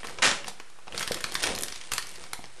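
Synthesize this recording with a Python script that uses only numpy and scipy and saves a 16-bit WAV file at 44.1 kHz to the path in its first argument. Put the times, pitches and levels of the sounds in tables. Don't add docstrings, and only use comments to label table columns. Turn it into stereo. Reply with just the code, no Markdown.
import sys
import numpy as np
from scipy import signal
from scipy.io import wavfile

SR = 44100
rng = np.random.default_rng(int(sys.argv[2]) if len(sys.argv) > 2 else 0)


def persist_wave(psi):
    counts = np.round(np.clip(psi, -1, 1) * 32767).astype(np.int16)
    wavfile.write(sys.argv[1], SR, np.atleast_2d(counts).T)


N = 114660
CRASH_AT_S = 0.2205


def amp(db):
    return 10 ** (np.asarray(db) / 20)


def unit(x):
    return x / np.sqrt(np.mean(x ** 2) + 1e-20)


def lookup(points, hz):
    freq_hz, value = np.transpose(points)
    return np.interp(np.log(hz + 1), np.log(freq_hz + 1), value)


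def add(mix, at_s, sound):
    part = mix[max(round(at_s * SR), 0):][:len(sound)]
    part += sound[:len(part)]


def colour(x, spectrum):
    log_gain = np.log(amp(lookup(spectrum, abs(np.fft.fftfreq(4096, 1 / SR)))))
    taps = np.fft.ifft(np.exp(np.conj(signal.hilbert(log_gain)))).real
    return signal.oaconvolve(x, taps[:len(taps) // 2])[:len(x)]


def crackle(per_s, spread_db, decay_s):
    size = amp(spread_db * np.minimum(rng.exponential(1, N), 3))
    breaks = rng.random(N) < per_s / SR
    power = signal.lfilter([1], [1, -np.exp(-2 / (decay_s * SR))], (size * breaks) ** 2)
    return unit(np.sqrt(power) * rng.standard_normal(N))


def room(x, early_db, tail_db, early_decay_s=0.0093):
    # (frequency [Hz], T60 [s])
    t60 = [(150, 0.61), (500, 0.54), (1400, 0.41), (4000, 0.37), (10000, .3)]
    t = np.arange(SR * 3 // 4) / SR
    early, tail = rng.standard_normal((2, len(t)))
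    early = early * np.exp(-t / early_decay_s) * (t > 0.002)
    hz, age_s, bins = signal.stft(tail, SR, nperseg=256)
    bins *= amp(-60 * age_s / lookup(t60, hz)[:, None])
    tail = signal.istft(bins, SR, nperseg=256)[1][:len(t)] * (t > 0.005)
    response = amp(early_db) * early / np.linalg.norm(early) + amp(tail_db) * tail / np.linalg.norm(tail)
    return x + signal.fftconvolve(x, response)[:N]


def hiss(level_db=-50.5):
    # (frequency [Hz], relative density [dB])
    spectrum = [(20, -3), (60, -6), (150, -2.5), (300, -5.5), (700, -5), (1400, 2), (2200, -1.5),
                (5000, -6.5), (10000, -8), (12000, -21)]
    return amp(level_db) * unit(colour(rng.standard_normal(N), spectrum))


def leak(x, crosstalk_db=-55, rumble_db=-6.5, bass_hz=200, smooth_s=0.014):
    # (frequency [Hz], relative density [dB])
    spectrum = [(20, 0.5), (70, -3.5), (170, -12.5), (300, -25.5), (600, -44), (1200, -70)]
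    bass = signal.sosfilt(signal.butter(2, bass_hz, fs=SR, output="sos"), x)
    pole = np.exp(-1 / (smooth_s * SR))
    swell = np.sqrt(signal.lfilter([1 - pole], [1, -pole], bass ** 2))
    rumble = unit(colour(rng.standard_normal(N), spectrum))
    return amp(crosstalk_db) * x + amp(rumble_db) * swell * rumble


def crunch():
    # (time [s], relative grit level [dB], relative grind level [dB])
    movement = [(0, -38, -43.5), (.03, -49, -56), (.05, -39.5, -45.5), (.11, -40.5, -44), (.17, -44.5, -46),
                (.3, -49, -41), (.44, -62, -54), (0.478, -29.5, -41.5), (.52, -54, -70), (.65, -61, -65),
                (.86, -63, -58), (.93, -43, -44), (.96, -35.5, -36), (1.02, -30, -40.5), (1.06, -38.5, -49),
                (1.17, -37.5, -42), (1.2, -39, -48), (1.3, -37.5, -45), (1.39, -33.5, -42.5),
                (1.429, -25.5, -37), (1.47, -25.5, -32.5), (1.51, -30.5, -31.5), (1.58, -42, -37),
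                (1.651, -39, -45), (1.74, -40, -55), (1.9, -43, -53.5), (1.95, -33.5, -46),
                (2.05, -42.5, -53.5), (2.22, -41.5, -48.5), (2.3, -49, -55), (2.4, -48.5, -51.5),
                (2.5, -52, -66.5), (2.6, -48, -49.5)]
    # (frequency [Hz], relative density [dB])
    grit_spectrum = [(300, -30), (800, -2), (1300, -2.5), (2100, 1), (3200, 0), (5200, -2), (7000, -6),
                     (9500, -1.5), (12000, -34.5)]
    grind_spectrum = [(20, -8), (60, -1), (110, -11), (190, -4), (300, -4.5), (490, -2.5), (750, -5.5),
                      (1300, -12.5), (4000, -51)]
    at_s, grit_db, grind_db = np.transpose(movement)
    t = np.arange(N) / SR
    grit = unit(colour(crackle(per_s=900, spread_db=2, decay_s=0.00092), grit_spectrum))
    grind = unit(colour(crackle(per_s=450, spread_db=1.9, decay_s=0.0037), grind_spectrum))
    return amp(np.interp(t, at_s, grit_db) - 1.5) * grit + amp(np.interp(t, at_s, grind_db) + 0.5) * grind


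def knocks(rise_s=0.00035):
    # (time [s], pitch [Hz], decay [s], level [dB])
    impacts = [(.187, 94.5, .02, -39), (0.192, 524, 0.018, -35.5), (.192, 990, 0.013, -30),
               (0.4433, 2770, 0.0038, -24), (0.476, 199.6, 0.02, -37.5), (.481, 473, 0.0094, -35.5),
               (0.6009, 1090, 0.0031, -28), (0.881, 1150, .003, -35), (.9445, 480, 0.0075, -25),
               (1.1105, 506, 0.0039, -10.5), (1.108, 182, 0.0071, -23.5), (1.158, 320, 0.0062, -28.5),
               (1.242, 1756, 0.0059, -22.5), (1.246, 195, 0.0053, -30), (1.353, 173, 0.0084, -35),
               (1.499, 444, 0.016, -25.5), (1.509, 212, 0.0077, -27), (1.514, 525, 0.0044, -27),
               (1.536, 400, .008, -44), (1.620, 551, 0.0065, -32), (1.622, 283, 0.01, -33.5),
               (1.937, 75, 0.018, -37), (2.332, 110, .012, -40), (2.3324, 1300, .002, -19),
               (2.392, 724, 0.003, -27), (2.392, 260, 0.0021, -25)]
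    out, t = np.zeros(N), np.arange(SR // 10) / SR
    for at_s, hz, decay_s, db in impacts:
        envelope = (1 - np.exp(-(t / rise_s) ** 2)) * np.exp(-t / decay_s)
        add(out, at_s, amp(db) * envelope * np.sin(2 * np.pi * hz * t))
    return out


def cracks(rise_s=0.00036, roughness=0.28, push_db=-10, push_decay_s=0.0058):
    # (time [s], length [s], relative knock, body, snap, fizz levels [dB])
    fractures = [(0.0314, 0.0028, -32, -30, -47, -47), (0.0432, 0.005, -30.5, -31.5, -56, -43),
                 (0.05, 0.0019, -28.5, -42, -47, -54), (0.07, 0.0024, -42, -32, -30.5, -35.5),
                 (0.0855, 0.0015, -57, -30, -45, -43), (0.095, 0.002, -36, -34.5, -35, -43),
                 (0.1855, 0.0043, -31.5, -29, -33.5, -62), (0.273, 0.0037, -26, -19, -18, -37),
                 (0.3133, 0.0016, -19, -16.5, -16.5, -49), (0.4442, 0.0019, -37, -30.5, -35, -42),
                 (0.4796, 0.0025, -33, -45, -34, -35), (0.4808, 0.0052, -33.5, -44, -31.5, -33),
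                 (0.5985, 0.0042, -35.5, -33.5, -38, -46.5), (0.63, 0.0021, -55, -63, -63, -66),
                 (0.6995, 0.0034, -52, -64, -48, -51), (0.787, 0.0055, -44.5, -48, -61, -59),
                 (0.8702, 0.0046, -37.5, -45, -49, -63), (0.8792, 0.0034, -34, -34.5, -39.5, -62),
                 (0.9235, 0.0016, -40, -27, -41, -44), (0.9466, 0.0021, -47, -27, -41, -40),
                 (0.9773, 0.0026, -44, -27.5, -21, -27), (0.994, 0.0025, -43, -34, -27, -27),
                 (1.0064, 0.0063, -33.5, -25, -41, -31), (1.0267, 0.0051, -37, -25, -25.5, -30),
                 (1.076, 0.002, -37, -21.5, -22, -24.5), (1.0805, 0.0056, -38, -45, -36, -42),
                 (1.1181, 0.0034, -59, -26, -21.5, -24.5), (1.1435, 0.0026, -40, -27.5, -23, -25.5),
                 (1.17, 0.0073, -41, -34.5, -43, -46), (1.2053, 0.0014, -51, -28, -32, -47),
                 (1.209, 0.0013, -54, -38, -41, -27), (1.2407, 0.0028, -29, -19, -19.5, -25),
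                 (1.3207, 0.0017, -34, -34, -27.5, -29), (1.3427, 0.0025, -47, -35, -38, -25),
                 (1.3516, 0.0033, -31.5, -19, -18.5, -27), (1.4307, 0.0016, -32, -25, -22, -21.5),
                 (1.4365, 0.0048, -24.5, -17.5, -17.5, -24.5), (1.471, 0.004, -23, -23.5, -23, -32),
                 (1.5498, 0.003, -48, -31, -25.5, -29), (1.5607, 0.0015, -47, -47, -26.5, -29),
                 (1.5774, 0.0024, -36, -27, -30.5, -39), (1.5875, 0.00087, -36, -46, -22, -20),
                 (1.609, 0.0016, -31, -33, -33, -24), (1.623, 0.0012, -45, -40, -35, -18),
                 (1.634, 0.0025, -40, -28.5, -22.5, -18.5), (1.6823, 0.0029, -59, -31, -27.5, -32.5),
                 (1.7227, 0.0035, -41, -33, -28.5, -37), (1.758, 0.0045, -53, -40, -32, -39.5),
                 (1.8126, 0.0028, -52, -36.5, -33, -56), (1.9173, 0.004, -31, -21.5, -23.5, -25),
                 (1.924, 0.0016, -47, -32, -29, -27), (1.9348, 0.0036, -32, -25.5, -23, -19.5),
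                 (1.98, 0.0031, -29, -19.5, -19, -21), (2.0245, 0.0027, -57, -40, -31.5, -37),
                 (2.0696, 0.0014, -55, -46, -33, -33), (2.0913, 0.0023, -48, -47, -41, -34),
                 (2.1144, 0.0015, -61, -58, -45, -37), (2.156, 0.0057, -52, -42.5, -38, -43),
                 (2.239, 0.0013, -37, -35, -32, -40), (2.332, 0.0033, -30, -26.5, -26.5, -25),
                 (2.4408, 0.0014, -31.5, -31.5, -34.5, -57), (2.456, 0.0014, -73, -56, -36, -58)]
    edges_hz = [300, 1200, 3000, 6500, 12500]
    # (frequency [Hz], gain [dB])
    wood = [(300, -3), (600, -4), (900, 1.5), (1300, -0.5), (1900, 2), (2400, 0.5), (2900, -2), (4200, 3),
            (5500, -0.5), (12000, -0.5)]
    # (frequency [Hz], relative density [dB])
    push_spectrum = [(15, -8), (60, 5.5), (110, -1.5), (190, -12.5), (320, -3.5), (600, -28), (2000, -55)]
    tears, pushes, t = np.zeros(N), np.zeros(N), np.arange(2048) / SR
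    bands = [signal.butter(3, pair, "band", fs=SR, output="sos") for pair in zip(edges_hz, edges_hz[1:])]
    for at_s, length_s, *band_db in fractures:
        noise, grain, push_noise = rng.standard_normal((3, len(t)))
        progress = t / length_s
        fade = np.exp(-0.43 * progress - 5 * np.maximum(progress - 1, 0))
        tear = noise * np.exp(roughness * grain) * np.minimum(t / rise_s, 1) * fade
        for sos, db in zip(bands, band_db):
            band = signal.sosfilt(sos, tear)
            add(tears, at_s, amp(db + 0.5) * band * np.sqrt(length_s * SR / np.sum(band ** 2)))
        push = unit(colour(push_noise, push_spectrum)) * np.exp(-t / push_decay_s)
        add(pushes, at_s, amp(band_db[1] + push_db) * push)
    return colour(tears, wood) + pushes


def planks(gain_db=-19.5, rise_s=0.0063):
    # (frequency [Hz], relative level [dB], T60 [s])
    modes = [(860, -13, .3), (972, -8, 0.33), (1005, -5, .22), (1280, 0, .2), (1545, -4, 0.25),
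             (1605, 3, 0.2), (1785, -8, .22), (1833, 0, 0.26), (1868, 2.5, 0.24), (2025, -2, 0.22),
             (2403, -9, 0.39), (2900, -7, 0.16), (3350, -5, 0.15), (3875, 0, 0.19)]
    age_s = np.maximum(np.arange(N) / SR - CRASH_AT_S, 0)
    ring = sum(amp(db - 60 * age_s / t60_s) * np.sin(2 * np.pi * (hz * age_s + rng.random()))
               for hz, db, t60_s in modes)
    return amp(gain_db) * (1 - np.exp(-age_s / rise_s)) * ring


def crash(level_db=-14, rise_s=0.0026, hold_s=0.038, fall_db_per_s=187):
    # (frequency [Hz], relative density [dB])
    spectrum = [(30, -16), (120, -17), (250, -6), (360, -15), (550, -2), (700, -8), (1000, -3), (1700, -2),
                (2800, -2), (4300, -5), (7500, -9), (10000, -15), (11500, -28), (12500, -52)]
    age_s = np.arange(N) / SR - CRASH_AT_S
    envelope = np.clip(age_s / rise_s, 0, 1) * amp(-fall_db_per_s * np.maximum(age_s - hold_s, 0))
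    splinters = unit(colour(crackle(per_s=2300, spread_db=2.5, decay_s=0.0012), spectrum))
    return amp(level_db) * envelope * splinters


def scene():
    left = (room(cracks(), early_db=-7, tail_db=-7)
            + room(knocks(), early_db=-9.5, tail_db=-12.5)
            + room(crash(), early_db=-15.5, tail_db=-8)
            + planks()
            + room(crunch(), early_db=-10, tail_db=-8.5)
            + hiss())
    return np.array([left, leak(left)])


def record(dry):
    offset = [
        [.0117],
        [.009],
    ]
    ceiling, cutoff_hz = 0.8, 12300
    rounded = dry / (1 + (dry / ceiling) ** 4) ** 0.25
    lowpass = signal.firwin(121, cutoff_hz, window=("kaiser", 8), fs=SR)
    return signal.oaconvolve(rounded, lowpass[None], "same") + offset


dry = scene()
out = record(dry)
persist_wave(out)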